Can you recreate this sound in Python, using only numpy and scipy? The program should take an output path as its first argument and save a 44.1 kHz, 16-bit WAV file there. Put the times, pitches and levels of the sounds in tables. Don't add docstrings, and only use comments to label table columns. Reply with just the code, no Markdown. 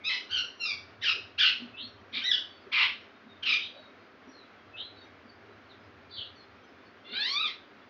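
import sys
import numpy as np
from scipy import signal
from scipy.fft import rfft, irfft, next_fast_len
from scipy.io import wavfile
from scipy.ndimage import uniform_filter1d

SR = 44100
rng = np.random.default_rng(int(sys.argv[2]) if len(sys.argv) > 2 else 0)


def transcribe(signal):
    frames = np.atleast_2d(signal).T
    limited = np.clip(frames, -1, 1)
    pcm = np.round(limited * 32767).astype(np.int16)
    wavfile.write(sys.argv[1], SR, pcm)


N = 347949
T = np.arange(N) / SR

# frequency_hz, gain_db
THROAT_SPECTRUM = [(500, -41.5), (800, -17), (1100, -6), (1700, -2.5), (2400, 6), (3700, 6.5), (4600, 2.5),
                   (5600, -5.5), (6500, -23), (8000, -49.5), (9500, -79.5), (11500, -55), (14000, -49.5),
                   (16000, -39.5)]


def from_db(db):
    return 10 ** (np.asarray(db) / 20)


def rms_one(x):
    return x / np.sqrt(np.mean(x ** 2) + 1e-20)


def at_hz(points, hz):
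    points = np.array(points)
    return np.interp(np.log(np.maximum(hz, 1)), np.log(points[:, 0]), points[:, 1])


def colour(x, spectrum):
    size = next_fast_len(len(x) + 512)
    gain = from_db(at_hz(spectrum, np.fft.rfftfreq(size, 1 / SR)))
    return irfft(rfft(x, size) * gain, size)[:len(x)]


def band(x, low_hz, high_hz):
    return signal.sosfilt(signal.butter(2, [low_hz, high_hz], "band", fs=SR, output="sos"), x)


def wobble(rate_hz, size=N, count=()):
    settling = 1000
    noise = rng.standard_normal((*count, size + settling))
    lowpass = signal.butter(4, rate_hz, fs=SR, output="sos")
    return rms_one(signal.sosfilt(lowpass, noise)[..., -size:])


def swell(start_s, length_s):
    at = np.arange(int(start_s * SR), min(N, int((start_s + length_s) * SR)))
    progress = np.linspace(0, 1, len(at))
    return at, progress, np.sin(np.pi * progress)


def glide_tone(pitch_hz):
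    return np.sin(2 * np.pi * np.cumsum(pitch_hz) / SR)


def porch(x, early_db, tail_db, early_s=0.035, build_s=0.053):
    # frequency_hz, decay_s
    decay_times = [(300, 0.067), (1500, 0.4), (3000, 0.39), (5500, 0.39), (14000, 0.4)]
    t = T[:SR]
    sparse = rng.random(SR) < 700 / SR
    echoes = rng.standard_normal(SR) * sparse * np.exp(-t / early_s) * (t > .002)
    edges_hz = np.geomspace(100, 16000, 9)
    tail = np.zeros(SR)
    for low_hz, high_hz in zip(edges_hz, edges_hz[1:]):
        decay_s = at_hz(decay_times, np.sqrt(low_hz * high_hz))
        tail += band(rng.standard_normal(SR), low_hz, high_hz) * 1000 ** (-t / decay_s)
    tail *= 1 - np.exp(-t / build_s)
    response = from_db(early_db) * echoes / np.linalg.norm(echoes)
    response += from_db(tail_db) * tail / np.linalg.norm(tail)
    response[0] += 1
    return signal.fftconvolve(x, response / np.linalg.norm(response))[:N]


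def street(wash_db=-55.5, hum_hz=398, hum_db=-68):
    # frequency_hz, density_db
    wash_spectrum = [(30, -29.5), (60, -20), (130, -18.5), (240, -1.5), (400, -6.5), (700, -7), (850, -11),
                     (1350, -6.5), (2200, -12.5), (3500, -20.5), (4800, -26), (6600, -38.5), (8000, -62),
                     (11000, -60.5), (14500, -51.5)]
    # time_s, level_db
    drone_level = [(0, -63), (.22, -79), (.37, -58), (.57, -76.5), (.77, -61.5), (1.93, -63), (2.68, -72.5),
                   (2.83, -62.5), (3.18, -73.5), (3.5, -65), (4.2, -75), (4.57, -74), (4.66, -63),
                   (5.4, -66), (5.78, -62), (6.4, -65.5), (7.35, -74.5), (7.89, -71.5)]
    waver = from_db(.5 * wobble(rate_hz=6))
    wash = from_db(wash_db) * waver * rms_one(colour(rng.standard_normal(N), wash_spectrum))
    drone_noise = rms_one(band(rng.standard_normal(N), 82, 111.4))
    drone = from_db(np.interp(T, *np.transpose(drone_level))) * drone_noise
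    hum = from_db(hum_db) * rms_one(band(rng.standard_normal(N), hum_hz - 10, hum_hz + 10))
    return wash + drone + hum


def bustle(count=130, low_hz=210, high_hz=2400, level_db=-60, fall_db=3, spread_db=8,
           length_s=0.055, blur=.05):
    out, shake = np.zeros(N), wobble(rate_hz=75)
    for when, height, distance in rng.random((count, 3)):
        at, _, envelope = swell(when * (T[-1] - length_s), length_s)
        pitch_hz = low_hz * (high_hz / low_hz) ** height * (1 + blur * shake[at])
        amplitude = from_db(level_db - fall_db * height - spread_db * distance)
        out[at] += amplitude * envelope * glide_tone(pitch_hz)
    return out


def bumps(spread=1.132):
    # start_s, length_s, centre_hz, level_db
    bump_list = [(0.427, 0.072, 447, -55), (1.135, 0.1, 420, -52.5), (1.585, 0.095, 243, -44.5),
                 (1.795, 0.099, 241, -53), (2.104, 0.15, 244, -51), (2.645, 0.061, 376, -52),
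                 (3.233, 0.079, 243, -52.5), (3.463, 0.077, 251, -53.5), (3.713, 0.12, 594, -53.5),
                 (4.253, 0.068, 266, -49), (5.237, 0.061, 237, -54), (5.427, 0.098, 397, -53.5),
                 (7.071, 0.14, 402, -53), (7.093, .08, 238, -54), (6.177, 0.051, 92, -53)]
    out = np.zeros(N)
    for start_s, length_s, centre_hz, level_db in bump_list:
        at, _, envelope = swell(start_s, length_s)
        noise = band(rng.standard_normal(SR), centre_hz / spread, centre_hz * spread)
        out[at] += from_db(level_db) * envelope * rms_one(noise[-len(at):])
    return out


def twitter(count=130, low_hz=2200, high_hz=6000, level_db=-62, fall_db=9, spread_db=7,
            length_s=0.049, glide=0.027):
    out = np.zeros(N)
    for when, height, slope, distance in rng.random((count, 4)):
        at, progress, envelope = swell(when * (T[-1] - length_s), length_s)
        pitch_hz = (low_hz + (high_hz - low_hz) * height) * (1 + glide * (.5 - slope) * progress)
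        amplitude = from_db(level_db - fall_db * height - spread_db * distance)
        out[at] += amplitude * envelope * glide_tone(pitch_hz)
    return out


def cheeps(trill_hz=170, unevenness=.25):
    # start_s, length_s, start_hz, end_hz, trill_depth_hz, level_db
    cheep_list = [(0, 0.064, 2210, 2236, 80.4, -48), (1.727, 0.097, 2555, 2850, 58.9, -46),
                  (1.763, 0.081, 3123, 3840, 460, -39.5), (1.809, 0.061, 4140, 4320, 117, -43.5),
                  (2.468, 0.19, 4610, 4380, 40, -67), (3.269, .11, 3810, 3570, 39.4, -61),
                  (3.577, 0.11, 3145, 3680, 460, -38), (3.734, 0.14, 3936, 3750, 50, -54.5),
                  (3.74, .12, 4530, 4280, 40, -64), (4.265, 0.062, 5800, 5580, 50, -64.5),
                  (4.302, 0.15, 4470, 3750, 60, -57.5), (4.726, 0.052, 2603, 2610, 60.4, -50),
                  (4.762, 0.078, 3140, 3770, 490, -38.5), (4.801, 0.12, 4110, 4010, 60.7, -48.5),
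                  (4.945, 0.11, 4010, 3630, 29.8, -57.5), (4.952, 0.07, 4280, 4540, 50, -58.5),
                  (5.044, 0.035, 2170, 2186, 29.4, -57), (5.266, 0.052, 4700, 4440, 40, -61),
                  (5.686, 0.05, 4450, 3240, 80, -55.5), (6.09, 0.15, 4370, 3990, 368, -45),
                  (6.109, 0.07, 3590, 3430, 29.8, -45.5), (6.156, 0.078, 3484, 2970, 284, -37),
                  (6.203, 0.1, 3566, 3470, 645, -49.5), (6.348, 0.091, 4580, 4030, 40, -57),
                  (6.822, 0.064, 4460, 4400, 40.4, -62.5)]
    out = np.zeros(N)
    trill = glide_tone(trill_hz * (1 + unevenness * wobble(rate_hz=140)))
    for start_s, length_s, start_hz, end_hz, depth_hz, level_db in cheep_list:
        at, progress, envelope = swell(start_s, length_s)
        pitch_hz = start_hz + (end_hz - start_hz) * progress + depth_hz * trill[at]
        out[at] += from_db(level_db) * envelope * np.sqrt(2) * glide_tone(pitch_hz)
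    return out


def resonance(hz, centre_hz, width_hz):
    return 1 / (1 + ((hz - centre_hz) / width_hz) ** 2)


def syrinx(pitch_hz, rough, windpipe_hz, beak_hz, bright_db, jitter=0.045, quaver=0.01,
           windpipe_db=8, beak_db=10, bright_hz=4800):
    size = len(pitch_hz)
    unevenness = (quaver + jitter * rough) * wobble(rate_hz=270, size=size)
    phase = 2 * np.pi * np.cumsum(pitch_hz * (1 + unevenness)) / SR
    order = np.arange(2, 21)[:, None] / 2
    hz = order * pitch_hz
    tracks = dict(size=size, count=(len(order),))
    lift_db = windpipe_db * resonance(hz, windpipe_hz, width_hz=110)
    lift_db += beak_db * resonance(hz, beak_hz, width_hz=530)
    lift_db += bright_db / (1 + (bright_hz / hz) ** 20)
    lift_db += 2.2 * wobble(rate_hz=45, **tracks)
    chaos = rough * (wobble(rate_hz=207, **tracks) + 1j * wobble(rate_hz=200, **tracks))
    whole = order % 1 == 0
    strength = np.where(whole, 1 - rough + chaos, rough * chaos)
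    waves = np.real(strength * np.exp(1j * order * phase))
    partials = from_db(lift_db) * waves / np.sqrt(np.maximum(order, 2))
    return rms_one(colour(partials.sum(axis=0), THROAT_SPECTRUM))


def utter(pitch_hz, rough, windpipe_hz, beak_hz, bright_db, rasp_db, high_band_db):
    rough = np.clip(rough, 0, 1)
    noise = rng.standard_normal(len(pitch_hz))
    rasp = from_db(rasp_db) * rms_one(colour(noise, THROAT_SPECTRUM))
    high_band = from_db(high_band_db) * rms_one(band(band(noise, 12500, 15500), 12500, 15500))
    voice = syrinx(pitch_hz, rough, windpipe_hz, beak_hz, bright_db) + rough * (rasp + high_band)
    return voice / np.sqrt(uniform_filter1d(voice ** 2, size=500) + 1e-9)


def parakeets(opening_db=5, arch=1.5, collapse=2.4, release_s=.005, rasp_release_s=.031):
    # start_s, length_s, attack_s, top_s (from the start), start_hz, top_hz, end_hz, level_db,
    # crescendo_db, rough_start (0-1), rough_end (0-1), windpipe_hz, beak_hz, bright_db
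    syllables = [ (.036, .056, 0.018, 0.041, 1153, 1302, 1305, -28.5, 6.5, 0.26, .02, 2570, 3640, 9),
                 (0.091, 0.077, 0.0028, .006, 1077, 1049, 968, -30.5, -7.5, 0.34, 0.5, 2040, 3790, 4.5),
                 (0.281, 0.12, 0.07, 0.063, 1324, 1566, 1372, -27.5, 2, 0.27, 0.26, 1480, 3280, 6),
                 (0.589, 0.07, 0.031, 0.0028, 1454, 1405, 1320, -32, 1, 0.1, 0, 2700, 4300, 13),
                 (0.65, 0.076, 0.0059, 0.003, 1300, 1258, 1121, -32, -1, 0.19, 0, 2334, 4930, 2.5),
                 (1.006, .103, 0.036, .028, 1676, 1966, 1221, -26, 11, 0.53, 0.28, 1680, 2750, 2.5),
                 (1.375, 0.12, 0.026, 0.032, 1149, 1756, 1301, -20.5, -2.5, 0.36, .58, 1505, 2840, -0.5),
                 (2.118, .098, 0.04, .05, 1056, 1158, 1123, -31.5, -5.5, 0.4, 1.17, 2230, 3750, -7.5),
                 (2.214, 0.026, 0.0071, 0.022, 1496, 1560, 1560, -34, 1, 0.3, .2, 1550, 3200, 1.5),
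                 (2.233, .085, 0.012, .038, 1710, 1994, 1718, -28, 0, .1, .07, 1940, 3700, 6),
                 (2.312, .014, .006, 0.0026, 1710, 1742, 1565, -13.5, -2, 0.02, 0.17, 1950, 3400, -4.5),
                 (2.326, .048, 0.0052, 0.038, 1510, 1520, 1504, -30.5, -3.5, .12, 0.5, 1660, 3250, -1.5),
                 (2.712, 0.15, .028, 0.051, 1065, 1198, 1008, -23, 1.5, 0.78, 0.77, 1090, 2370, -9.5),
                 (3.422, 0.035, .014, 0.01, 1590, 1540, 1522, -29.5, 1, 0.47, 0.39, 2330, 3000, 0.5),
                 (3.449, 0.11, 0.021, 0.00598, 1487, 1470, 1177, -24.5, 2, .6, 0.38, 2380, 3030, 4)]
    out = np.zeros(N)
    for (start_s, length_s, attack_s, top_s, start_hz, top_hz, end_hz, level_db, crescendo_db,
         rough_start, rough_end, windpipe_hz, beak_hz, bright_db) in syllables:
        at, progress, _ = swell(start_s, length_s)
        t = progress * length_s
        fall_power = max(arch - collapse * (rough_start + rough_end) / 2, .4)
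        climb = np.sin(np.pi / 2 * np.minimum(t / top_s, 1))
        fall = np.clip((t - top_s) / max(length_s - top_s, 1e-3), 0, 1) ** fall_power
        pitch_hz = start_hz + (top_hz - start_hz) * climb + (end_hz - top_hz) * fall
        rough = rough_start + (rough_end - rough_start) * progress
        ending_s = release_s + rasp_release_s * rough_end
        ramp = np.clip(np.minimum(t / attack_s, (length_s - t) / ending_s), 0, 1)
        gate = np.sin(np.pi / 2 * ramp) ** 2
        envelope = gate * from_db(level_db + crescendo_db * (progress - .5))
        brightness_db = bright_db + opening_db * (progress - .5)
        out[at] += envelope * utter(pitch_hz, rough, windpipe_hz, beak_hz, brightness_db,
                                    rasp_db=-14.5, high_band_db=-49.5)
    return out


def long_call(fade_s=.006):
    # time_s, pitch_hz, rough (0-1), windpipe_hz, beak_hz, bright_db
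    call_course = [(7.045, 689, 0.24, 2150, 3500, -13), (7.138, 720, 0.41, 1550, 4140, -25),
                   (7.2, 837, 0.09, 1630, 4200, -13), (7.245, 916, 0.09, 1730, 3800, -2),
                   (7.295, 1071, 0.32, 1960, 4300, 5.5), (7.335, 1120, 0.07, 1125, 4560, 7),
                   (7.366, 1162, 0.09, 1160, 4030, -6), (7.418, 1319, 0.03, 1340, 3070, -10),
                   (7.451, 1217, 0.18, 1260, 3470, -8), (7.481, 1079, 0.33, 2150, 3500, 6.5),
                   (7.56, 904, 0.66, 2000, 3900, -5.5)]
    # time_s, level_db
    call_level = [(7.045, -55), (7.115, -46.5), (7.145, -35), (7.22, -29.5), (7.31, -31.5), (7.39, -28),
                  (7.463, -29), (7.5, -41.5), (7.56, -53)]
    out = np.zeros(N)
    time_s, *columns = np.transpose(call_course)
    at = np.arange(int(time_s[0] * SR), int(time_s[-1] * SR))
    t = T[at]
    edges = np.clip(np.minimum(t - time_s[0], time_s[-1] - t) / fade_s, 0, 1)
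    tracks = [np.interp(t, time_s, column) for column in columns]
    voice = utter(*tracks, rasp_db=-24, high_band_db=-40.5)
    out[at] = voice * edges * from_db(np.interp(t, *np.transpose(call_level)))
    return out


def scene():
    far_street = porch(bumps() + bustle(), early_db=-13.5, tail_db=-9.5)
    far_birds = porch(twitter(), early_db=5, tail_db=-4.5)
    soft_cheeps = porch(cheeps(), early_db=4.5, tail_db=-9.5)
    chatter = porch(parakeets(), early_db=1.0, tail_db=-9.0)
    cry = porch(long_call(), early_db=-2, tail_db=-18)
    return (street() + far_street + far_birds + soft_cheeps + chatter + cry)[None]


def record(dry, cutoff_hz=15700):
    return signal.sosfilt(signal.ellip(10, .1, 80, cutoff_hz, fs=SR, output="sos"), dry)


dry = scene()
out = record(dry)
transcribe(out)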